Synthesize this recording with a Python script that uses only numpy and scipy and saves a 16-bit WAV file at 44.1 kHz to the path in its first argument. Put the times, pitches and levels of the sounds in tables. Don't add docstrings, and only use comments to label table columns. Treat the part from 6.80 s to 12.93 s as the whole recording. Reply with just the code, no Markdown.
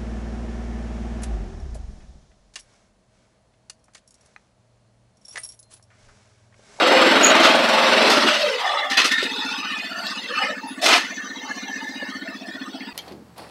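import sys
import numpy as np
from scipy import signal
from scipy.io import wavfile
from scipy.ndimage import uniform_filter1d

SR = 44100
rng = np.random.default_rng(int(sys.argv[2]) if len(sys.argv) > 2 else 0)


def transcribe(signal):
    frames = np.atleast_2d(signal).T
    limited = np.clip(frames, -1, 1)
    pcm = np.round(limited * 32767).astype(np.int16)
    wavfile.write(sys.argv[1], SR, pcm)


N = 270322
T = np.arange(N) / SR
TOP_HZ = 15700


def undb(db):
    return 10 ** (np.asarray(db) / 20)


def unit(x):
    return x / np.sqrt(np.mean(x ** 2))


def curves(table, t):
    s, *columns = np.transpose(table)
    return [np.interp(t, s, c) for c in columns]


def spectrum(points, hz):
    pitches, db = np.transpose(points)
    return np.interp(np.log(hz + 1), np.log(pitches), db)


def hump(x, centre, width):
    return 1 / (1 + ((x - centre) * 2 / width) ** 4)


def ring(x, hz, width):
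    b, a = signal.iirpeak(hz, hz / width, fs=SR)
    return signal.lfilter(b, a, signal.lfilter(b, a, x))


def colour(x, gain_db):
    frames = dict(nperseg=1024, noverlap=768)
    hz, s, bands = signal.stft(x, SR, **frames)
    return signal.istft(bands * undb(gain_db(hz[:, None], s[None])), SR, **frames)[1][:N]


def wander(size):
    return unit(uniform_filter1d(uniform_filter1d(rng.standard_normal(N), size), size))


def gates(count, s, share, blip_s=.04, streak_s=.16, streaky=0.87):
    chance = 0
    for hold_s, weight in ((blip_s, 1), (streak_s, streaky)):
        hold_frames = max(int(hold_s / s[0, 1]), 1)
        part = uniform_filter1d(rng.standard_normal((count, s.size)), hold_frames, axis=1)
        chance = chance + weight * part / part.std()
    threshold = 2.85 * (.5 - np.clip(share, 0, 1))
    return np.clip((chance / chance.std() - threshold) / 0.76 + .5, 0, 1)


def hiss(level_db=-49.5):
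    # pitch_hz, level_db
    tone = [(88, -42.5), (150, -14), (268, 2.5), (359, -0.5), (1320, -11), (1760, -24), (2100, -60.5),
            (5760, -36), (9730, -47), (15500, -23)]
    # time_s, gain_db
    lull = [(1.5, 0), (1.6, -12), (2.06, -9), (2.11, 2)]
    noise = colour(rng.standard_normal(N), lambda hz, s: spectrum(tone, hz) + curves(lull, s)[0] * (hz < 420))
    return undb(level_db) * unit(noise)


def squeaks():
    # start_s, length_s, pitch_hz, level_db, roughness_rad, fade_steepness
    whistles = [(0.429, 0.096, 6770, -11, 1.5, 1.1), (3.866, 0.17, 10750, -40, 0.45, 2.2)]
    out = np.zeros(N)
    for start, length, hz, db, rough, steep in whistles:
        age = (T - start) / length
        shape = np.clip(age * 12, 0, 1) * np.clip(1 - age, 0, 1) ** steep
        flutter = wander(size=130)
        phase = 2 * np.pi * hz * T + rough * flutter
        octave = undb(-27) * np.sin(2 * phase) * (2 * hz < TOP_HZ)
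        out += undb(db) * shape * (1 + 0.56 * rough * flutter) * (np.sin(phase) + octave)
    return out


def warble(hz, s, boost_db, extra_share, scattered_bands=40, width_hz=129, share=0.17):
    # pitch_hz, width_hz, share_of_time (0-1)
    main_bands = [(678.4, 106, 0.13), (892, 92, 0.14), (1127, 79, 0.17), (1295, 92, 0.04), (1450, 64, 0.16),
                  (2057, 123, 0.31), (2410, 77, 0.22), (2723, 90, 0.36), (2980, 116, 0.27),
                  (3453, 104, 0.38), (3767, 77, 0.45), (4128, 102, 0.33), (4460, 67, 0.49),
                  (4800, 83, 0.26), (5150, 140, 0.4), (5530, 90, 0.2), (6100, 144, 0.64), (6670, 150, 0),
                  (7680, 73, 0.67), (8420, 190, 0.3), (9130, 84, 0.25), (9930, 75, 0.68),
                  (10940, 210, 0.33), (11600, 340, 0.4), (12800, 200, 0.3)]
    scattered_hz = np.linspace(800, 13000, scattered_bands) + 120 * rng.standard_normal(scattered_bands)
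    bands = main_bands + [(pitch, width_hz, share) for pitch in scattered_hz]
    pitches, widths, shares = np.transpose(bands)[:, :, None]
    switches = gates(len(bands), s, shares + extra_share)
    drift = uniform_filter1d(rng.standard_normal(switches.shape), size=40, axis=1)
    centres = pitches + .025 * np.minimum(pitches, 3000) * drift / drift.std()
    gain = sum(hump(hz, centre, width) * gate for centre, width, gate in zip(centres, widths, switches))
    return 20 * np.log10(1 + gain * np.maximum(undb(boost_db) - 1, 0))


def stone_snaps():
    # start_s, peak_db, pitch_hz, width_hz, fade_s (time to fall 60 dB)
    snaps = [(1.372, -17, 330, 120, .12), (1.445, -14, 320, 120, .14), (2.424, -19, 400, 260, .15),
             (3.268, -14, 4000, 1300, .025), (3.2684, -33, 14500, 5000, .006), (5.225, -29, 580, 200, .05),
             (5.474, -24, 1850, 300, .07), (6.006, -29, 2100, 400, .06)]
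    out = np.zeros(N)
    for start, db, hz, width, fade in snaps:
        shape = (T >= start) * undb(-60 * np.clip(T - start, 0, None) / fade)
        burst = ring(rng.standard_normal(N) * shape, hz, width)
        out += undb(db) * burst / np.abs(burst).max()
    return out


def gravel(grain_db=2.3, lumps_db=1.3):
    # start_s, level_db, rise_ms, fade_s (to fall 60 dB), body_db, treble_db, treble_fade_s
    crunches = [(0.632, -2, 2.1, 0.48, 9, -4.5, 0.37), (1.2976, -6.5, 3.2, 0.4, -6, 5, .25),
                (1.467, -8.5, 1.86, 0.83, 4, -3, 0.22), (2.0975, -8, 7.9, 0.4, -3, -0.5, 0.19),
                (2.17, 0, 4.2, 0.39, -0.5, -1.5, 0.23), (2.242, -4, 5, 0.2, 4.5, 1, 0.21),
                (2.311, -5, 5.7, 0.13, -9, -4, 0.2), (2.3715, -13.5, 6.5, 0.5, -14, -6, 0.24),
                (2.4247, -8, 5.1, 0.07, -17, -5, 0.17), (4.012, -6, 42, 0.45, 3, 9, 0.31),
                (4.031, 3, 55, 0.3, 6, 6, 0.22), (4.056, -2, 6, .25, 7, 3, .15),
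                (4.083, 0, 4, .18, 6, 0, .12), (4.12, -1, 4, .2, 4, -2, .12),
                (4.1, 5, 22, 0.2659, 1, -5.5, 0.33), (4.135, -4, 15, 0.37, -3, 0.5, 0.21)]
    # pitch_hz, level_db
    tone = [(88, -82), (150, -50), (182, -51), (258, -10.5), (519, -12), (668, -13), (877, -13), (1200, -7),
            (2450, -5.5), (4220, -7), (7000, -17.5), (11500, -29), (15500, -39)]
    low_power, mid_power, high_power = np.zeros((3, N))
    for start, db, rise_ms, fade, body_db, treble_db, treble_fade in crunches:
        age = np.clip(T - start, 0, None)
        rise = 1 - np.exp(-age * 1000 / rise_ms)
        low_power += (rise * undb(db + body_db - 60 * age / fade)) ** 2
        mid_power += (rise * undb(db - 60 * age / fade)) ** 2
        high_power += (rise * undb(db + treble_db - 60 * age / treble_fade)) ** 2
    noise = rng.standard_normal(N)
    grains = unit(noise * undb(grain_db * rng.exponential(size=N) + lumps_db * wander(size=250)))
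    stone = colour(grains, lambda hz, s: spectrum(tone, hz) + warble(hz, s, 7.4, extra_share=0.16))
    body = signal.sosfiltfilt(signal.butter(2, 950, fs=SR, output="sos"), stone)
    top = signal.sosfiltfilt(signal.butter(2, 5000, "high", fs=SR, output="sos"), stone)
    middle = stone - body - top
    return np.sqrt(low_power) * body + np.sqrt(mid_power) * middle + np.sqrt(high_power) * top


def count_firings():
    # time_s, firings_per_s
    speed = [(0, 20.35), (1.24, 21.31), (1.56, 15.24), (2.06, 16.45), (2.15, 14.73), (3.35, 15.43),
             (3.91, 14.43), (4.1, 15.28), (6.13, 15.26)]
    return np.cumsum(curves(speed, T)[0]) / SR - .59


def engine_tones(waver_db=2.6, waver_hz=4.0, edge_s=0.05):
    # start_s, length_s, first_hz, last_hz, level_db
    tones = [(0.03, .27, 513, 521, -22), (0.02, .25, 560, 562, -24), (0.0, .62, 332, 328, -29),
             (.15, .5, 287, 291, -28), (.15, .42, 390, 394, -31), (.45, .17, 565, 570, -24),
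             (.68, .64, 528, 531, -25), (1.08, .3, 432, 420, -30), (1.3, .4, 603, 592, -28),
             (.72, .8, 232, 228, -32), (.6, .8, 172, 178, -46), (1.55, .15, 218, 212, -43),
             (1.83, .1, 810, 715, -30), (1.975, .05, 800, 790, -27), (2.06, .14, 800, 775, -32)]
    out = np.zeros(N)
    for start, length, first_hz, last_hz, db in tones:
        hz = np.interp(T, [start, start + length], [first_hz, last_hz]) + waver_hz * wander(size=1500)
        shape = np.clip(np.minimum(T - start, start + length - T) / edge_s + .5, 0, 1)
        out += undb(db + waver_db * wander(size=800)) * shape * np.sin(2 * np.pi * np.cumsum(hz) / SR)
    return out


def bonnet_ring(firings, pitch_hz=1785, width_hz=130, edge_s=0.052, fade_db=9.5):
    # start_s, length_s, relative_db
    spells = [(1.812, 0.29, -28), (2.104, 0.15, -24), (2.31, 0.19, -21.5), (2.566, 0.26, -36),
              (2.85, 0.55, -33), (3.5, 0.31, -27.5), (3.99, .08, -32.5), (4.064, 0.26, -24.5),
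              (4.374, 0.29, -32), (4.687, 0.16, -31.5), (4.854, 0.31, -28.5), (5.197, 0.38, -34),
              (5.644, 0.25, -34), (5.998, 0.12, -37)]
    # start_s, length_s, pitch_hz, width_hz, relative_db
    streaks = [(1.8, 0.067, 930, 200, -26), (1.88, 0.17, 582, 115, -27.5), (2.03, .05, 710, 120, -25),
               (1.83, .11, 760, 200, -26), (1.8, .28, 3450, 200, -31), (1.83, .22, 2950, 200, -33),
               (1.9, .17, 1950, 350, -31), (1.825, 0.25, 1186, 170, -27), (0.057, 0.16, 5170, 230, -31),
               (0.029, .33, 7600, 330, -42), (.06, 0.23, 6200, 220, -42), (3.275, 0.065, 4560, 1700, -38),
               (3.96, 0.045, 8200, 1400, -53), (4.03, 0.066, 665, 200, -21), (4.11, 0.059, 770, 250, -21),
               (2.443, 0.24, 460, 78, -30), (2.3, 0.075, 1510, 120, -30), (2.36, 0.11, 1385, 130, -28.5),
               (2.3, 0.14, 2130, 120, -28), (2.3, 0.2, 3700, 300, -30), (2.52, .13, 3600, 260, -33),
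               (2.39, 0.49, 2594, 175, -32), (2.885, 0.25, 2500, 150, -31), (3.3, 0.43, 2656, 134, -33),
               (3.146, 0.15, 678, 125, -31), (3.67, 0.062, 595, 110, -30), (2.5, 0.15, 900, 130, -33.5),
               (3.464, 0.27, 519, 98, -33), (4.19, 0.37, 6020, 330, -43), (4.615, .4, 5990, 400, -45),
               (4.38, 0.79, 2120, 126, -39), (3.93, 1, 6680, 115, -46.5), (3.83, 0.065, 900, 110, -32),
               (2.66, .1, 1430, 110, -33), (3.1, 0.14, 1400, 130, -32), (4.42, 0.15, 1500, 110, -37),
               (4.62, .1, 880, 110, -36), (4.65, 0.068, 1150, 100, -35), (4.77, .04, 720, 110, -34),
               (4.88, 0.048, 780, 110, -32.5), (5.01, 0.054, 890, 110, -35), (5.21, .25, 1480, 110, -41),
               (5.72, 0.16, 1495, 110, -41), (5.93, .05, 710, 110, -34.5), (6.07, .04, 950, 110, -38)]

    def gain_db(hz, s):
        loudness = 0
        for start, length, db in spells:
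            edges = np.clip(np.minimum(s - start, start + length - s) / edge_s + .5, 0, 1)
            loudness += edges * undb(db - fade_db * np.clip((s - start) / length, 0, 1))
        sway_hz = 22 * np.interp(s, T, wander(size=2500))
        flicker = undb(12 * (gates(1, s, share=0.6, streaky=.3) - .75))
        gain = hump(hz, pitch_hz + sway_hz, width_hz) * loudness * flicker
        streak_flickers = undb(10 * (gates(len(streaks), s, share=0.54) - 1))
        for (start, length, centre, width, db), gate in zip(streaks, streak_flickers):
            gain += hump(hz, centre, width) * undb(db) * hump(s, start + length / 2, length) * gate
        return 20 * np.log10(gain + 1e-9) + 21
    throb = 1 + 0.1 * np.cos(2 * np.pi * (firings - .95))
    return colour(throb * rng.standard_normal(N), gain_db)


def intake_drone(firings, firing_share=0.395):
    # time_s, pitch_hz, width_hz, relative_db
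    drone = [(0, 547, 90, -29), (.28, 547, 90, -31), (.42, 615, 130, -24), (.7, 637, 130, -20.5),
             (.85, 626, 198, -25), (1.25, 604, 179, -24.5), (1.45, 620, 110, -30), (1.65, 590, 150, -29),
             (1.69, 505, 120, -25), (1.78, 495, 130, -31), (1.85, 483, 110, -49)]
    overtones = sum(np.sin(2 * np.pi * k * firings + 10 * rng.standard_normal()) for k in range(20, 40))
    air = ring(rng.standard_normal(N), hz=597, width=450)

    def gain_db(hz, s):
        centre, width, db = curves(drone, s)
        band = hump(hz, centre, width) * (s < drone[-1][0])
        return 20 * np.log10(band + 1e-9) + db + 10 * np.log10(1300 / width)
    return colour(firing_share * unit(overtones) + (1 - firing_share) * unit(air), gain_db)


def hollows(hz, s):
    # start_s, length_s, pitch_hz, width_hz, gain_db
    dips = [(.33, .32, 4800, 250, -12), (.7, 0.53, 4850, 300, -5), (0, .42, 6750, 700, -8),
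            (.8, 0.24, 6350, 500, -8), (1.56, .25, 810, 160, -8), (2.072, .09, 1020, 250, -14),
            (2.09, .08, 620, 200, -14), (.06, .37, 5800, 250, -10), (1.0, .3, 6600, 350, -8),
            (1.85, .24, 4650, 500, -8), (1.88, .2, 2600, 300, -8), (2.3, .17, 1000, 500, -8)]
    return sum(db * hump(hz, centre, width) * hump(s, start + length / 2, length)
               for start, length, centre, width, db in dips)


def valves(firings, fade_cycles=0.41, scatter_db=2.5):
    # time_s, level_db
    levels = [(0, -40.5), (.7, -38.5), (1.45, -45), (1.7, -52), (6.13, -77)]
    cycle = firings - .82 + 0.074 * wander(size=2000)
    size = undb(scatter_db * rng.standard_normal(200))[np.floor(cycle).astype(int) + 2]
    ticks = size * np.exp(-(cycle % 1) / fade_cycles) * rng.standard_normal(N)
    bright = unit(ring(ticks, hz=5400, width=5200))
    return colour(bright * undb(curves(levels, T)[0]), hollows)


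def clatter(firings):
    # time_s, relative_db
    levels = [(0, -15.5), (.2, -13), (.66, -13), (.8, -16.5), (1.3, -13.5), (1.5, -16.5), (1.75, -22),
              (1.9, -20), (2.0, -21), (2.07, -30), (2.3, -33), (2.5, -29), (2.86, -27.5), (3.15, -31.5),
              (3.5, -29.5), (3.63, -19.5), (3.76, -34), (3.96, -39.5), (4.29, -33.5), (4.4, -37),
              (6.13, -38.5)]
    # pitch_hz, level_db
    tone = [(88, -62), (150, -63), (205, -21), (274, -11.5), (366, -5), (656, -4), (948, -3.5),
            (1290, -3.5), (4480, -9), (5990, -18), (6860, -25.5), (7410, -24), (15500, -45)]
    # time_s, boom_db, treble_db
    balance = [(0, 6.5, -13.5), (.8, 1.5, -11.5), (1.0, -0.5, -10), (1.3, 7, -9.5), (1.55, -13, -6.5),
               (2.0, -2, -15), (2.45, -19, -2.5), (2.85, -12, -9.5), (3.25, -11, -3.5), (3.65, -10, -12),
               (4.3, -1, -9.5), (4.7, 12, -2.5), (6.13, 2, -5.5)]
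    # time_s, boost_db, extra_share_of_time
    patches = [(0, 6.5, 0.048), (.7, 6, 0.064), (1.3, 7, 0.01), (1.8, 17, 0.026), (2.5, 21, -0.059),
               (3.7, 21.5, -0.026), (4.3, 22.5, -0.091), (6.13, 21, -0.1)]
    throb = 1 + 0.15 * np.cos(2 * np.pi * (firings - 0.94))
    crackle = rng.standard_normal(N) * undb(1.2 * rng.exponential(size=N))

    def gain_db(hz, s):
        boom_db, treble_db = curves(balance, s)
        boost_db, extra_share = curves(patches, s)
        boom = 1 / (1 + (hz / 760) ** 8)
        treble = 1 / (1 + (3900 / (hz + 1)) ** 6)
        tone_db = spectrum(tone, hz) + boom * (boom_db - 2.5) + treble * (treble_db + 6.5)
        warble_db = warble(hz, s, boost_db, extra_share) - 0.64 * boost_db
        return curves(levels, s)[0] + tone_db + warble_db + hollows(hz, s) + 14
    return colour(unit(throb * crackle), gain_db)


def exhaust(firings, idle_hz=15.3, pulling_hz=20.7, lag_cycles=0.4342):
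    # pitch_hz, width_hz, level_db, early_ms, change_under_load_db
    silencer = [(113, 34, -23.5, 34, -1), (207.9, 54, -2.5, 24.32, -2), (266, 61, -2, 18.95, -4),
                (320.3, 60, -12.5, 14.49, 6.5)]
    # time_s, upper_db, lower_db
    beat = [(0, -28, -38.5), (.3, -22.5, -30.5), (.7, -23, -31.5), (.95, -36.5, -36.5), (1.26, -29.5, -33),
            (1.48, -31, -44), (1.6, -65, -51), (2.03, -67.5, -79), (2.1, -35, -46), (2.5, -39, -46),
            (3.3, -48, -43), (4.0, -37, -44.5), (4.3, -41.5, -47), (5.4, -38, -42.5), (6.13, -37.5, -43.5)]
    firing_hz = np.gradient(firings) * SR
    load = np.clip((firing_hz - idle_hz) / (pulling_hz - idle_hz), 0, 1)
    upper_db, lower_db = curves(beat, T)
    out = 0
    for k, (hz, width, db, early_ms, load_db) in enumerate(silencer):
        upper = k >= 2
        level_db, scatter_db = (upper_db, 2.6) if upper else (lower_db, 2.0)
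        second_push = 0.35 * load * upper
        pushes = np.zeros(N)
        for size, shift in ((np.ones(N), 0), (second_push, lag_cycles)):
            at = np.flatnonzero(np.diff(np.floor(firings - shift)))
            uneven = undb(scatter_db * (1 - 0.58 * load[at]) * rng.standard_normal(200)[:len(at)])
            pushes[np.clip(at - int(early_ms * SR / 1000), 0, None)] += size[at] * uneven
        swell = ring(ring(pushes, hz, width), hz, width)
        out += (-1) ** k * unit(swell) * undb(db + level_db + load_db * load)
    return out


def scene():
    firings = count_firings()
    engine = exhaust(firings) + clatter(firings) + valves(firings)
    engine += intake_drone(firings) + bonnet_ring(firings) + engine_tones()
    return (engine + gravel() + stone_snaps() + squeaks() + hiss())[None]


def record(dry, knee=4):
    bass_cut = signal.butter(6, 85, "high", fs=SR, output="sos")
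    top_cut = signal.ellip(12, .2, 60, TOP_HZ, fs=SR, output="sos")
    loud = 1.076 * dry
    rounded = loud / (1 + np.abs(loud) ** knee) ** (1 / knee)
    return signal.sosfilt(top_cut, signal.sosfilt(bass_cut, rounded))


dry = scene()
out = record(dry)
transcribe(out)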